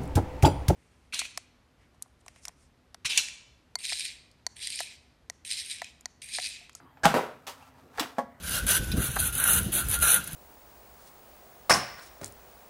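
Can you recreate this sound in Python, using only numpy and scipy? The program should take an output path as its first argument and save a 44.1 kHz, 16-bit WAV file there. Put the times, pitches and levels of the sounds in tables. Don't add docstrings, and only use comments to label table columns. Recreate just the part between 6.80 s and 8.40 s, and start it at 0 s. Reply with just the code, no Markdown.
import sys
import numpy as np
from scipy import signal
from scipy.io import wavfile
from scipy.ndimage import uniform_filter1d

SR = 44100
rng = np.random.default_rng(int(sys.argv[2]) if len(sys.argv) > 2 else 0)


def volts_from_decibels(level):
    exponent = np.asarray(level, float) / 20
    return 10 ** exponent


def master_out(mix):
    frames = np.transpose(np.atleast_2d(mix))
    ceiling = np.clip(frames, -1, 1)
    pcm = np.round(ceiling * 32767).astype(np.int16)
    wavfile.write(sys.argv[1], SR, pcm)


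N = 70560

# frequency [Hz], level [dB].
HUM_COLOUR = [(20, -31.5), (60, -15.5), (250, -9.5), (800, -5), (1840, -14.5), (4500, -34.5),
              (11000, -40.5), (13000, -30), (16000, -39.5)]
# centre [Hz], width [Hz], level [dB].
DRONES = [
    (79.2, 7.1, -67.5),
    (145.5, 16, -70.5),
    (249.8, 2.7, -66.5),
]
# frequency [Hz], time to fall 60 dB [s].
ROOM_T60 = [(150, 0.33), (500, 0.37), (1500, 0.33), (4000, 0.34), (9000, 0.2), (15000, 0.24)]
# start [s], frequency [Hz], width [Hz], level [dB].
JOLTS = [
    (.236, 78, 30, -29.5),
    (.255, 59, 10, -36.5),
    (.34, 63.4, 23, -46),
    (1.185, 62, 16, -45),
]
# time [s], effort [dB].
RUB_EFFORT = [(.1, -74), (.6, -66.5), (.7, -66), (.8, -60), (0.881, -57.5), (.92, -68.5), (1.0, -61),
              (1.09, -67.5), (1.137, -62), (1.142, -59), (1.172, -50.5), (1.3, -53.5), (1.38, -61.5),
              (1.45, -70)]
# frequency [Hz], level [dB].
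RUB_COLOUR = [(290, -46), (500, -4.5), (1360, -3.5), (1460, -12), (16000, -36.5)]
# start [s], frequency [Hz], width [Hz], level [dB].
THUMPS = [(0.2529, 216, 57, -6.5), (.257, 162, 37, -13), (.342, 242, 44, -15), (.3575, 488, 41.5, -14),
          (0.361, 355.4, 13, -24), (.822, 2690, 38, -51), (.845, 1340, 23, -54), (.372, 409, 73, -9.5),
          (.397, 390, 91, -25), (1.2063, 276.6, 69, -15.5), (1.382, 236, 44, -17.5)]

# start [s], body [dB], crack [dB], contact [ms].
RELEASE = [
    (0.2331, -19.5, -37, 0.41),
    (0.2359, -17.5, -32, 0.18),
    (0.2395, -14.5, -29, 0.15),
    (0.2408, -18.5, -37.5, 0.2),
    (.2445, -44, -25.5, .4),
]
# start [s], body [dB], crack [dB], contact [ms].
SLAM = [
    (.2543, -8, -10, .15),
    (.2562, -17, -27, 0.45),
    (.2583, -21.5, -23.5, 0.41),
    (0.2615, -11, -18.5, .3),
    (.2645, -22.5, -20.5, .5),
    (.268, -15.5, -37, 0.29),
    (0.2743, -17.5, -38, 0.34),
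]
# start [s], body [dB], crack [dB], contact [ms].
REBOUND = [(0.3406, -5, -18.5, 0.472), (.346, -25, -25.5, .4), (0.349, -9.5, -20.5, 0.497),
           (.3545, -34, -31, .3), (.3575, -14.5, -28, 0.4), (.3605, -22, -30.5, .4),
           (.3638, -9.5, -22.5, 0.6), (.369, -17.5, -25, 0.36), (0.3748, -13, -26, 0.568),
           (.382, -17.5, -29, 0.33), (.392, -16.5, -36, 0.36), (.404, -22, -44, 0.45),
           (.4095, -23, -40, 0.43)]
# start [s], body [dB], crack [dB], contact [ms].
GRIP = [
    (0.6664, -57, -48, 0.18),
    (0.6682, -46, -41, 0.11),
    (0.6731, -38, -36, 0.1),
    (.679, -31.5, -38.5, 0.41),
    (.6858, -33.5, -43, 0.18),
    (0.6948, -41, -41, .15),
    (0.72, -43, -57, 0.28),
    (.779, -58, -60, 0.17),
    (0.825, -47.5, -59.5, 0.086),
]
# start [s], body [dB], crack [dB], contact [ms].
CATCH = [(.001, -41.5, -56.5, 0.12), (0.1713, -43, -55.5, 0.1), (0.222, -41, -62, 0.46),
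         (1.1409, -42, -60, 0.25), (1.151, -41, -60.5, 0.48), (1.159, -47, -57, 0.14),
         (1.169, -47, -54, 0.12), (1.175, -36, -40, 0.485), (1.182, -21, -29.5, 0.18),
         (1.2217, -24, -33.5, 0.27), (1.3665, -50, -50, 0.41)]
# start [s], body [dB], crack [dB], contact [ms].
LATCH = [
    (1.1753, -48, -42.5, 0.034),
    (1.196, -18, -25.5, 0.022),
    (1.1977, -16.5, -25.5, 0.089),
    (1.2, -20, -26, 0.2),
    (1.2045, -20.5, -34, 0.033),
    (1.2085, -22.5, -32.5, .2),
    (1.2125, -43, -36, 0.11),
    (1.2305, -35, -36, 0.0646),
]
# start [s], body [dB], crack [dB], contact [ms].
SHUT = [
    (1.3815, -48, -44, .1),
    (1.3829, -18, -33, 0.3),
    (1.3901, -18, -38, .35),
]

# frequency [Hz], width [Hz], level [dB].
RELEASE_MODES = [(607, 110, -0.5), (784, 190, -1.5), (1650, 116, 5.5), (2690, 51, -9), (7450, 400, -3)]
SLAM_MODES = [(465, 30, -11), (607, 77, -4), (673, 21, 0), (821, 30, 4), (1010, 80, -8), (1109.6, 34, 1.5),
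              (1201, 53, -2.5), (1700, 39, -10)]
REBOUND_MODES = [(435, 105, -7), (887, 310, 7), (1290, 82, -6), (1435, 60, -12), (1800, 55, -27),
                 (2050, 76, -19), (2870, 170, -4)]
GRIP_MODES = [(816, 52, 6), (1000, 79, -5), (1080, 36, 1), (2030, 71, -10), (2880, 100, 5),
              (3500, 250, -13), (4430, 175, -5)]
CATCH_MODES = [(702, 17, -5.5), (862, 56, -5.5), (1343, 140, -4.5), (1666, 180, -3.5), (2070, 250, -14.5),
               (2550, 120, -12.5), (5300, 280, -25)]
LATCH_MODES = [(705, 45, -5), (1000, 70, -8), (1400, 60, -3), (2780, 50, -8), (3520, 130, 1),
               (4040, 170, -2), (4850, 110, -5), (5490, 45, -6), (6900, 60, -9), (7800, 400, -2)]
SHUT_MODES = [(556, 19, -9), (343, 30, -10), (708, 21, -5), (476, 20, -7), (824, 30, 1), (1370, 35, -17),
              (970, 24, -8), (1680, 35, -14), (1108, 27, -2.5), (1990, 35, -18), (1865, 45, -11),
              (640, 40, -11)]

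# frequency [Hz], level [dB].
RELEASE_CRACK = [(180, -23), (300, 1.5), (1640, -8.5), (7440, -15), (16000, -40.5)]
SLAM_CRACK = [(180, -57.5), (300, -13), (1230, -4.5), (1900, -13), (6960, -27.5), (12000, -34),
              (15000, -39), (16000, -49)]
REBOUND_CRACK = [(250, -11.5), (500, -2), (1300, -8.5), (2500, -18.5), (5500, -32), (12000, -38),
                 (16000, -43.5)]
GRIP_CRACK = [(180, -54), (400, -6.5), (900, -1.5), (1500, -11.5), (2900, -13), (5000, -16), (16000, -28.5)]
CATCH_CRACK = [(240, -30), (400, 6), (1490, 0.5), (14400, -36.5), (16000, -87)]
LATCH_CRACK = [(180, -37), (300, -9), (392, -15), (842, -5), (2840, -9.5), (16000, -28)]
SHUT_CRACK = [(250, -33), (600, -3.5), (1100, -13.5), (1900, -16), (2600, -29), (7000, -36.5),
              (16000, -48.5)]

# crack fall by 60 dB [s], rattle level [dB], rattle fall by 60 dB [s], room level [dB].
AFTER = [
    (0.018, -8.5, 0.19, -21),
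    (0.015, -16.5, 0.33, -9),
    (0.014, -13.5, 0.37, -8.5),
    (0.016, -5, 0.21, -16),
    (0.0033, -4, 0.14, -8),
    (0.018, -13, 0.22, -13.5),
    (0.034, -4, 0.13, -13),
]

HUM_DB = -60.5
RUB_PER_S, RUB_SPREAD_DB = 9000, 1.5
SPOT_DB, LOOSE_DB = 2, 1.8
THUMP_RISE_S = 0.0025
WHIP_S, WHIP_LENGTH_S, WHIP_DB = 0.2452, 0.0092, -13.5
WHIP_LOW_HZ, WHIP_HIGH_HZ = 780, 6000
MIC_LOW_HZ, TOP_HZ = 111, 15700


def evened(x):
    return x / np.sqrt(np.mean(x ** 2) + 1e-20)


def read(points, hz):
    f, value = np.transpose(points)
    return np.interp(np.log(hz + 1), np.log(f + 1), value)


def add(mix, s, sound):
    part = mix[round(s * SR):][:len(sound)]
    part += sound[:len(part)]


def coloured(x, points, tilt_db=0.):
    hz = np.fft.rfftfreq(4096, 1 / SR)
    log_gain = np.log(volts_from_decibels(read(points, hz) + tilt_db * np.log2(hz / 1000 + 0.059)))
    full = np.r_[log_gain, log_gain[-2:0:-1]]
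    taps = np.fft.ifft(np.exp(np.conj(signal.hilbert(full)))).real[:2048]
    return signal.oaconvolve(x, taps / np.linalg.norm(taps))[:len(x)]


def hum():
    frames, hz = N // 512 + 5, np.fft.rfftfreq(2048, 1 / SR)
    a, b, patches = rng.standard_normal((frames, 1025, 3)).T
    patches = uniform_filter1d(patches, size=20, axis=0)
    patches = evened(uniform_filter1d(patches, size=8, axis=1))

    def noise(gain):
        return evened(signal.istft((a + 1j * b) * gain, nperseg=2048, noverlap=1536)[1][:N])

    out = volts_from_decibels(HUM_DB) * noise(volts_from_decibels(read(HUM_COLOUR, hz)[:, None] + 4.7 * patches))
    for centre, width, db in DRONES:
        out += volts_from_decibels(db) * noise(np.exp(-0.5 * ((hz[:, None] - centre) / width) ** 2))
    return out


def room(x):
    taps = np.zeros(SR)
    at = np.arange(160, SR - 20, 20)
    taps[at + rng.integers(0, 20, len(at))] = rng.choice([-1., 1.], len(at))
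    hz, t, z = signal.stft(taps, SR, nperseg=256)
    fall = volts_from_decibels(-60 * t / read(ROOM_T60, hz)[:, None])
    tail = signal.istft(z * fall, SR, nperseg=256)[1]
    return signal.fftconvolve(x, tail / np.linalg.norm(tail))[:N]


def rubbing():
    slips = (rng.random(N) < RUB_PER_S / SR) * rng.standard_normal(N)
    slips = slips * volts_from_decibels(RUB_SPREAD_DB * rng.exponential(1, N))
    s, db = np.transpose(RUB_EFFORT)
    effort = volts_from_decibels(np.interp(np.arange(N) / SR, s, db))
    return effort * evened(coloured(slips, RUB_COLOUR, tilt_db=2.5))


def thumps(rows):
    t, out = np.arange(SR // 4) / SR, np.zeros(N)
    for s, hz, width, db in rows:
        swell = (1 - np.exp(-t / THUMP_RISE_S)) ** 2
        add(out, s, volts_from_decibels(db) * swell * np.exp(-np.pi * width * t) * np.sin(2 * np.pi * hz * t))
    return out


def whip():
    out = np.zeros(N)
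    u = np.arange(0, 1, 1 / (WHIP_LENGTH_S * SR))
    hz = WHIP_LOW_HZ + (WHIP_HIGH_HZ - WHIP_LOW_HZ) * u ** 5
    swell = np.sin(np.pi * u ** 1.9) ** 0.5 * (WHIP_LOW_HZ / hz) ** 0.6
    add(out, WHIP_S, volts_from_decibels(WHIP_DB) * swell * np.sin(2 * np.pi * np.cumsum(hz) / SR))
    return out


def ringing(modes, t):
    spots = volts_from_decibels(SPOT_DB * rng.standard_normal(len(modes))) * (-1) ** np.arange(len(modes))
    out = np.zeros(len(t))
    for spot, (hz, width, db) in zip(spots, modes):
        strength = spot * np.sqrt(width) * volts_from_decibels(db)
        out += strength * np.exp(-np.pi * width * t) * np.sin(2 * np.pi * hz * t)
    return out / abs(out).max()


def part(knocks, modes, crack, after):
    crack_s, rattle_db, rattle_s, room_db = after
    t = np.arange(SR // 2) / SR
    body, snap = np.zeros(N), np.zeros(N)
    for s, body_db, crack_db, ms in knocks:
        push = np.exp(-0.5 * ((t[:400] * 1000 - 1.2 * ms) / (0.3 * ms)) ** 2)
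        add(body, s, volts_from_decibels(body_db) * signal.oaconvolve(ringing(modes, t), push / push.sum()))
        unevenness = volts_from_decibels(LOOSE_DB * rng.exponential(1, len(t)))
        loose = evened(rng.standard_normal(len(t)) * unevenness)
        rattle = volts_from_decibels(rattle_db - 60 * t / rattle_s) * (1 - np.exp(-t / 0.00076))
        shape = volts_from_decibels(-60 * t / crack_s) + rattle
        add(snap, s + 2 * ms / 1000, volts_from_decibels(crack_db) * loose * shape)
    dry = body + coloured(snap, crack, tilt_db=1.5)
    return np.array([dry, volts_from_decibels(room_db) * dry])


def scene():
    parts = zip([RELEASE, SLAM, REBOUND, GRIP, CATCH, LATCH, SHUT],
                [RELEASE_MODES, SLAM_MODES, REBOUND_MODES, GRIP_MODES, CATCH_MODES, LATCH_MODES, SHUT_MODES],
                [RELEASE_CRACK, SLAM_CRACK, REBOUND_CRACK, GRIP_CRACK, CATCH_CRACK, LATCH_CRACK, SHUT_CRACK],
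                AFTER)
    blaster = sum(part(*p) for p in parts)
    blaster = blaster + whip() * volts_from_decibels([[0], [-8]]) + thumps(THUMPS) * volts_from_decibels([[0], [-7]])
    dry, wet = blaster
    mic = signal.butter(2, MIC_LOW_HZ, "high", fs=SR, output="sos")
    near = signal.sosfilt(mic, dry + room(wet))
    return (near + thumps(JOLTS) + rubbing() + hum())[None]


def roll_off(x):
    return signal.sosfilt(signal.butter(12, 16790, fs=SR, output="sos"), x)


def record(dry):
    band = signal.butter(14, TOP_HZ, fs=SR, output="sos")
    return roll_off(signal.sosfilt(band, dry))


dry = scene()
out = record(dry)
master_out(out)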